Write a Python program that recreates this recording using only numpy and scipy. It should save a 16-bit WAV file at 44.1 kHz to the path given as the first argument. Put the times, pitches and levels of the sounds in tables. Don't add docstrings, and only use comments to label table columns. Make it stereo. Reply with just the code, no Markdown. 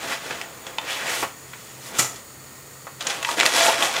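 import sys
import numpy as np
from scipy import signal
from scipy.fft import rfft, irfft, next_fast_len
from scipy.io import wavfile

SR = 44100
rng = np.random.default_rng(int(sys.argv[2]) if len(sys.argv) > 2 else 0)


def master(y):
    cut = np.clip(np.atleast_2d(y).T, -1, 1)
    pcm = np.round(cut * 32767)
    wavfile.write(sys.argv[1], SR, pcm.astype(np.int16))


N = 176400
TIME = np.arange(N) / SR

# time in seconds, then relative level, treble and bass in dB.
CRUMPLE_GRIP = [(2.99, -60, 5, -3), (3.013, -29, -18, -19), (3.06, -37.5, 1, 8), (3.108, -27, -4, -0.5),
                (3.135, -30.5, -3, -3.5), (3.215, -40, 1, 6.5), (3.27, -40, 9.5, -21), (3.318, -32, 8, 9),
                (3.362, -38.5, 2, 2), (3.377, -26.5, 1, 9), (3.397, -24.5, -7, 0.5), (3.448, -25, 1, 3),
                (3.468, -23.5, 5.5, 2), (3.51, -26.5, -1, -7), (3.565, -20.5, 3.5, 0),
                (3.61, -17.5, -2, -8), (3.652, -21.5, 5, -1.5), (3.7, -23, 1.5, 4), (3.735, -22, -9, -10),
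                (3.776, -27.5, -4, -8), (3.8, -25.5, 0, 4.5), (3.835, -22.5, 1, -1.5),
                (3.875, -25.5, 1.5, -4.5), (3.92, -27.5, -7, -9), (3.95, -23, -15, -10), (4, -25.5, -8, 3)]
# pitch in Hz, width in Hz, gain in dB.
HOLLOW_MODES = [(488, 42, -2.5), (535, 9.6, 3), (673.7, 15.6, 6.5), (825, 6.7, -19), (920, 12, -11),
                (1019, 16, -11), (1226, 14, -9), (1380, 14, -4.5), (3310, 500, -10.5)]


def from_db(db):
    return 10 ** (np.asarray(db) / 20)


def unit_power(x):
    return x / np.sqrt(np.mean(x ** 2) + 1e-20)


def coloured(x, points):
    size = next_fast_len(N + SR // 4) * 2
    hz, db = np.transpose(points)
    grid = np.maximum(np.arange(size // 2 + 1) * SR / size, 1)
    cepstrum = irfft(np.log(from_db(np.interp(np.log(grid), np.log(hz), db))))
    cepstrum[1:size // 2] *= 2
    cepstrum[size // 2 + 1:] = 0
    return irfft(rfft(x, size) * np.exp(rfft(cepstrum)), size)[..., :N]


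def rolloff(x, hz, kind):
    return signal.sosfilt(signal.butter(2, hz, kind, fs=SR, output="sos"), x + 1e-18)


def resonance(x, hz, width_hz):
    return signal.lfilter(*signal.iirpeak(hz, hz / width_hz, fs=SR), x + 1e-18)


def steep_resonance(x, hz, width_hz):
    return resonance(resonance(x, hz, width_hz), hz, width_hz)


def body(x, modes):
    return x + sum(from_db(db) * resonance(x, hz, width) for hz, width, db in modes)


def stereo(pair, side_db=0, width=None):
    # frequency in Hz, side gain in dB.
    usual_width = [(40, -9), (110, -21), (300, -23), (700, -14), (1300, -11), (2400, -7), (8000, -4.5),
                   (15000, -2)]
    side = from_db(side_db) * coloured(pair[1], usual_width if width is None else width)
    return np.array([pair[0] + side, pair[0] - side])


def lean_right(x, db):
    return x * from_db([[-db / 2], [db / 2]])


def left_first(x, lead_s):
    size = next_fast_len(N + SR // 10)
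    delay = np.exp(-2j * np.pi * lead_s * np.arange(size // 2 + 1) * SR / size)
    return np.array([x[0], irfft(rfft(x[1], size) * delay, size)[:N]])


def grains(per_s, spread_db):
    sizes = from_db(spread_db * np.minimum(rng.exponential(1, (2, N)), 5))
    signs = rng.choice([-1, 1], (2, N))
    return unit_power(sizes * signs * (rng.random((2, N)) < per_s / SR))


def burst(start_s, rise_s, decay_s):
    age = TIME - start_s
    return np.clip(age / rise_s, 0, 1) * np.exp(-np.maximum(age - rise_s, 0) / decay_s)


def flame_and_hum():
    # frequency in Hz, gain in dB.
    flame_colour = [(25, -24), (60, -4), (120, 1), (220, -2.5), (450, -1.5), (800, -7.5), (1300, -3.5),
                    (1650, -10), (2000, -7), (3000, -12.5), (5900, -13.5), (6900, -5), (7500, -8),
                    (9000, -9.5), (10500, -15), (13000, -16.5), (13800, -8), (16000, -32)]
    # pitch in Hz, width in Hz, level in dB.
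    hum_bands = [(132.3, 7.7, -55.5), (1850, 88, -58.5), (4450, 270, -59.5), (6870, 84, -55),
                 (15400, 300, -57)]
    # frequency in Hz, side gain in dB.
    flame_width = [(40, 1), (110, -6), (300, -0.5), (800, -4), (2000, -6.5), (4400, -2), (7000, -9),
                   (10000, -6), (15000, 2)]
    flame = from_db(-44) * unit_power(coloured(rng.standard_normal((2, N)), flame_colour))
    white = rng.standard_normal((2, N))
    hums = sum(from_db(db) * unit_power(steep_resonance(white, hz, width)) for hz, width, db in hum_bands)
    return lean_right(stereo(flame + hums, width=flame_width), db=0.5)


def kitchen_reflections(x):
    t60_s, treble_t60_s, delay_s = 0.31, 0.26, 0.0012
    noise, age = stereo(rng.standard_normal((2, N))), TIME - delay_s
    mids = rolloff(noise, 2600, "low") * from_db(-60 * age / t60_s)
    treble = rolloff(noise, 5400, "high") * from_db(-60 * age / treble_t60_s)
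    tail = rolloff((mids - 0.59 * treble) * (age > 0), 754, "high")[:, :SR // 2]
    tail /= np.linalg.norm(tail, axis=1, keepdims=True)
    return from_db(-8.5) * signal.fftconvolve(x.mean(axis=0, keepdims=True), tail, axes=1)[:, :N]


def hollow_drone():
    # time in seconds, level in dB.
    swells = [(3.36, -58), (3.375, -29.5), (3.43, -42), (3.475, -25), (3.53, -51), (3.63, -25.5),
              (3.73, -28.5), (3.78, -34), (3.82, -31), (3.92, -54)]
    s, db = np.transpose(swells)
    ring = unit_power(steep_resonance(rng.standard_normal((2, N)), hz=671, width_hz=31))
    return stereo(ring * from_db(np.interp(TIME, s, db)) * (TIME > s[0]) * (TIME < s[-1]))


def film_rasps():
    # sharpness as Q, then points of time in seconds, pitch in Hz, level in dB.
    strokes = [(3.1, [(.85, 2100, -42), (.9, 2650, -31.5), (.945, 3280, -31.5), (.985, 1880, -33.5),
               (1.014, 1840, -32.5), (1.05, 1900, -37), (1.095, 2330, -29.5), (1.25, 1760, -54)]),
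               (13, [(3.25, 990, -47), (3.264, 930, -32), (3.295, 940, -33), (3.36, 945, -39)]),
               (3.5, [(3.66, 800, -31), (3.69, 870, -19.5), (3.73, 880, -33)]), (5.4, [(3.81, 800, -44),
               (3.835, 800, -23.5), (3.895, 785, -32), (3.915, 760, -46)])]
    out, size = np.zeros((2, N)), 64
    for q, points in strokes:
        s, hz, db = np.transpose(points)
        slips = grains(per_s=4700, spread_db=-1.5)
        rasp, state = np.zeros((2, N)), np.zeros((2, 2))
        for i in range(int(s[0] * SR), int(s[-1] * SR), size):
            pitch = np.interp(i / SR, s, hz)
            peak = signal.iirpeak(pitch, q, fs=SR)
            block, state = signal.lfilter(*peak, slips[:, i:i + size], zi=state)
            rasp[:, i:i + size] = block * np.sqrt(q * SR / (np.pi * pitch))
        out += stereo(rasp * from_db(np.interp(TIME, s, db)))
    return out


def crease_pops():
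    s, db = np.transpose(CRUMPLE_GRIP)[:2]
    cracks = unit_power(resonance(grains(per_s=74, spread_db=1.5), hz=2960, width_hz=5920))
    return stereo(cracks * from_db(np.interp(TIME, s, db) - 9) * (TIME > s[0]), side_db=-5.5)


def bundle_bump():
    # frequency in Hz, gain in dB.
    colour = [(50, -24), (100, 0), (230, -8.5), (900, 1), (1500, -6.5), (2800, -9), (5000, -21.5)]
    knock = rng.standard_normal((2, N)) * burst(start_s=1.2255, rise_s=0.0039, decay_s=0.016)
    return from_db(-7.5) * stereo(coloured(knock, colour))


def strand_clack():
    # pitch in Hz, width in Hz, relative gain in dB.
    modes = [(680, 290, -2), (1060, 380, 3), (1450, 220, 0), (2520, 720, 0), (3500, 300, 5),
             (4600, 1300, -10.5)]
    start_s = 0.7841
    contact = from_db(-20) * rng.standard_normal((2, N)) * burst(start_s, rise_s=0.00062, decay_s=0.0046)
    contact[0, int(start_s * SR)] += 1
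    ring = sum((-1) ** k * from_db(db) * resonance(contact, hz, width)
               for k, (hz, width, db) in enumerate(modes))
    return from_db(10) * stereo(ring)


def crease_snaps():
    # start in seconds, relative strength in dB, pitch in Hz, decay in seconds,
    # then the strands' knock and the bright edge, both in dB against the film.
    creases = [(0.123, -14.5, 1620, 0.014, -20, -30), (0.308, -13, 1520, 0.0054, -10, -19),
               (0.414, -13, 2800, 0.006, -2, -4.5), (0.667, -15, 2840, 0.0072, -2.5, -3.5),
               (1.534, -22.5, 1760, 0.0078, -29, -34), (2.16, -24.5, 4500, 0.008, -16, -7),
               (2.869, -20, 1480, 0.013, -2.5, -18), (3.008, -12.5, 2960, 0.0072, -17, -9),
               (3.068, -10, 3140, 0.0083, -11, -24), (3.0701, -6.5, 6000, 0.0024, -14, -24),
               (3.099, -10.5, 3500, 0.012, -3, -10), (3.228, -7, 1870, 0.0044, -6, -3),
               (3.248, -7.5, 2070, 0.0023, -21, -19), (3.2895, -10.5, 1170, 0.0043, -9.5, -23),
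               (3.393, -7.5, 2380, 0.0064, -26, -13), (3.4004, -0.5, 3350, 0.00075, -9, -6),
               (3.409, -1, 2650, 0.0035, -15, -17), (3.432, -5.5, 2350, 0.00075, -1, -11),
               (3.4557, -2, 2800, 0.0041, -3, -5), (3.462, 4.5, 3200, .0015, -22, -3),
               (3.552, -13, 3540, .001, -12, -2), (3.565, -7, 3000, 0.00083, 0, -4),
               (3.609, -7, 2200, 0.0011, -5, -10), (3.648, -4, 3400, 0.0038, -5, 13),
               (3.73, -17, 2500, 0.00095, 5, -6), (3.782, -14, 2580, 0.002, -15, -9),
               (3.8245, -3, 2480, 0.0017, -16, -5.5), (3.965, -10.5, 2640, 0.0036, -24, -15)]
    # frequency in Hz, gain in dB.
    colour = [(60, -7), (300, 1.5), (2500, 3), (4500, -1), (7000, 5.5), (10000, -11.5), (16000, -16)]
    film_q, first_click_share = 0.95, 0.47
    out, size = np.zeros((2, N + SR)), SR // 10
    age = np.arange(size) / SR
    for s, db, hz, decay_s, knock_db, edge_db in creases:
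        clicks = rng.standard_normal((2, size)) * rng.exponential(1, (2, size)) * np.exp(-age / decay_s)
        clicks[0, 0] = first_click_share * np.linalg.norm(clicks[0])
        film = steep_resonance(clicks, hz, hz / film_q)
        knock = from_db(knock_db) * resonance(clicks, hz=886, width_hz=640)
        edge = from_db(edge_db) * resonance(clicks, hz=13000, width_hz=6500)
        snap, start = film - knock - edge, int(s * SR)
        out[:, start:start + size] += from_db(db + 11) * snap / np.linalg.norm(snap, axis=1, keepdims=True)
    return stereo(body(coloured(out, colour), HOLLOW_MODES), side_db=-5.5)


def drop_into_pot():
    # frequency in Hz, gain in dB.
    colour = [(50, -25), (120, -2.5), (250, 0), (750, 3), (1300, -3), (4800, -3), (6300, 3.5), (7500, 1),
              (10000, -4.5), (13000, -8), (16000, -21)]
    # pitch in Hz, width in Hz, gain in dB.
    pot_modes = [(125, 4.7, 12.5), (1293, 51, 15), (1957, 65, 4.5), (2310, 38, 5), (5940, 45, -5),
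                 (6980, 50, 9), (7300, 110, 3.5)]
    start_s, rise_s = 1.983, 0.0079
    tips = unit_power(coloured(grains(per_s=6400, spread_db=2.5), colour))
    crack = from_db(-1) * rolloff(tips, 860, "high") * burst(start_s, rise_s, decay_s=0.011)
    settling = tips * burst(start_s, rise_s, decay_s=0.05)
    pot = stereo(body(crack + settling, pot_modes), side_db=-3)
    return from_db(-20) * lean_right(pot, db=2.5)


def strand_ticks():
    per_s, decay_cycles, low_hz, high_hz = 800, 16.5, 815, 9900
    out, size = np.zeros((2, N + SR)), SR // 20
    age = np.arange(size) / SR
    draws = rng.random((4000, 4))
    starts_s = np.cumsum(-np.log(1 - draws[:, 0])) / per_s
    for s, (_, pitch, strength, side) in zip(starts_s, draws):
        start = int(s * SR)
        if start >= N:
            break
        hz = low_hz + pitch ** 2 * (high_hz - low_hz)
        ring = hz * np.sin(2 * np.pi * hz * age) * np.exp(-age * hz / decay_cycles)
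        gain = from_db(min(-np.log(1 - strength), 4))
        mid_side = [1, np.sqrt(3) * (2 * side - 1)]
        out[:, start:start + size] += gain * np.outer(mid_side, ring)
    return unit_power(out[:, :N])


def rustle(contacts, grip, colour):
    bass_hz, treble_hz = 744, 4800
    s, *columns = np.transpose(grip)
    level, treble, bass = [from_db(np.interp(TIME, s, db)) for db in columns]
    level *= (TIME >= s[0]) * (TIME < s[-1] + .1)
    friction = unit_power(coloured(contacts + from_db(-9.5) * strand_ticks(), colour))
    low = signal.lfilter(*signal.butter(1, bass_hz, fs=SR), friction)
    high = signal.lfilter(*signal.butter(1, treble_hz, "high", fs=SR), friction)
    shelved = friction + (bass - 1) * low + (treble - 1) * high
    return stereo(body(level * shelved, HOLLOW_MODES))


def packet_crumple():
    # frequency in Hz, gain in dB.
    colour = [(60, -40), (150, -14), (300, -2.5), (850, 0.5), (2000, -1), (3300, -2.5), (4500, -5),
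              (7000, -5.5), (10000, -11.5), (12500, -15), (16000, -39)]
    return from_db(1) * rustle(grains(per_s=2200, spread_db=2), CRUMPLE_GRIP, colour)


def spaghetti_slide():
    # time in seconds, then relative level, treble and bass in dB.
    grip = [(0, -37.5, -14, -5), (.03, -31.5, -4, -5), (.066, -34.5, -2, 3.5), (.128, -24.5, -6.5, -9),
            (.2, -40.5, -8, -5), (.25, -36.5, -0.5, 1.5), (.32, -33.5, -11, 2), (.38, -38, -5, 1.5),
            (.5, -49.5, -5, 9), (.63, -50.5, -4, 7), (.69, -44, -2, 7), (.77, -49, -8, 8),
            (.85, -39.5, -21, 6.5), (.896, -28, -6, -17), (.95, -33.5, 1, -6), (1.03, -34.5, -4, 2.5),
            (1.1, -27.5, 0, -2.5), (1.16, -30, 3.5, -9), (1.225, -36, 9, 8), (1.27, -45, 5.5, 6),
            (1.35, -59, 0, -5), (1.56, -50.5, 2.5, -15), (1.8, -52, 5.5, 5), (1.87, -49.5, 16, 9.5),
            (1.93, -48, 5, 13), (1.95, -34, -3, 1), (1.975, -39, 11.5, 7), (2.02, -40, 12, -2),
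            (2.1, -53.5, 9, 11)]
    # frequency in Hz, gain in dB.
    colour = [(60, -20), (150, -7.5), (300, -1), (2100, 0.5), (3300, -3.5), (4500, -5.5), (7000, -5.5),
              (10000, -10.5), (13000, -14.5), (16000, -23)]
    return from_db(2) * rustle(grains(per_s=14000, spread_db=3), grip, colour)


def scene():
    # frequency in Hz, left over right in dB.
    balance = [(500, -4), (1200, -3), (2600, -1.5), (5000, 0)]
    unpacking = spaghetti_slide() + packet_crumple() + crease_snaps() + crease_pops()
    unpacking += strand_clack() + bundle_bump() + hollow_drone() + film_rasps()
    handling = left_first(unpacking, lead_s=0.00003) + drop_into_pot()
    left, right = handling + kitchen_reflections(handling) + flame_and_hum()
    return np.array([coloured(left, [(hz, db / 2) for hz, db in balance]),
                     coloured(right, [(hz, -db / 2) for hz, db in balance])])


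def record(dry):
    return signal.sosfilt(signal.ellip(10, .1, 80, 15800, fs=SR, output="sos"), np.clip(dry, -1, 1))


dry = scene()
out = record(dry)
master(out)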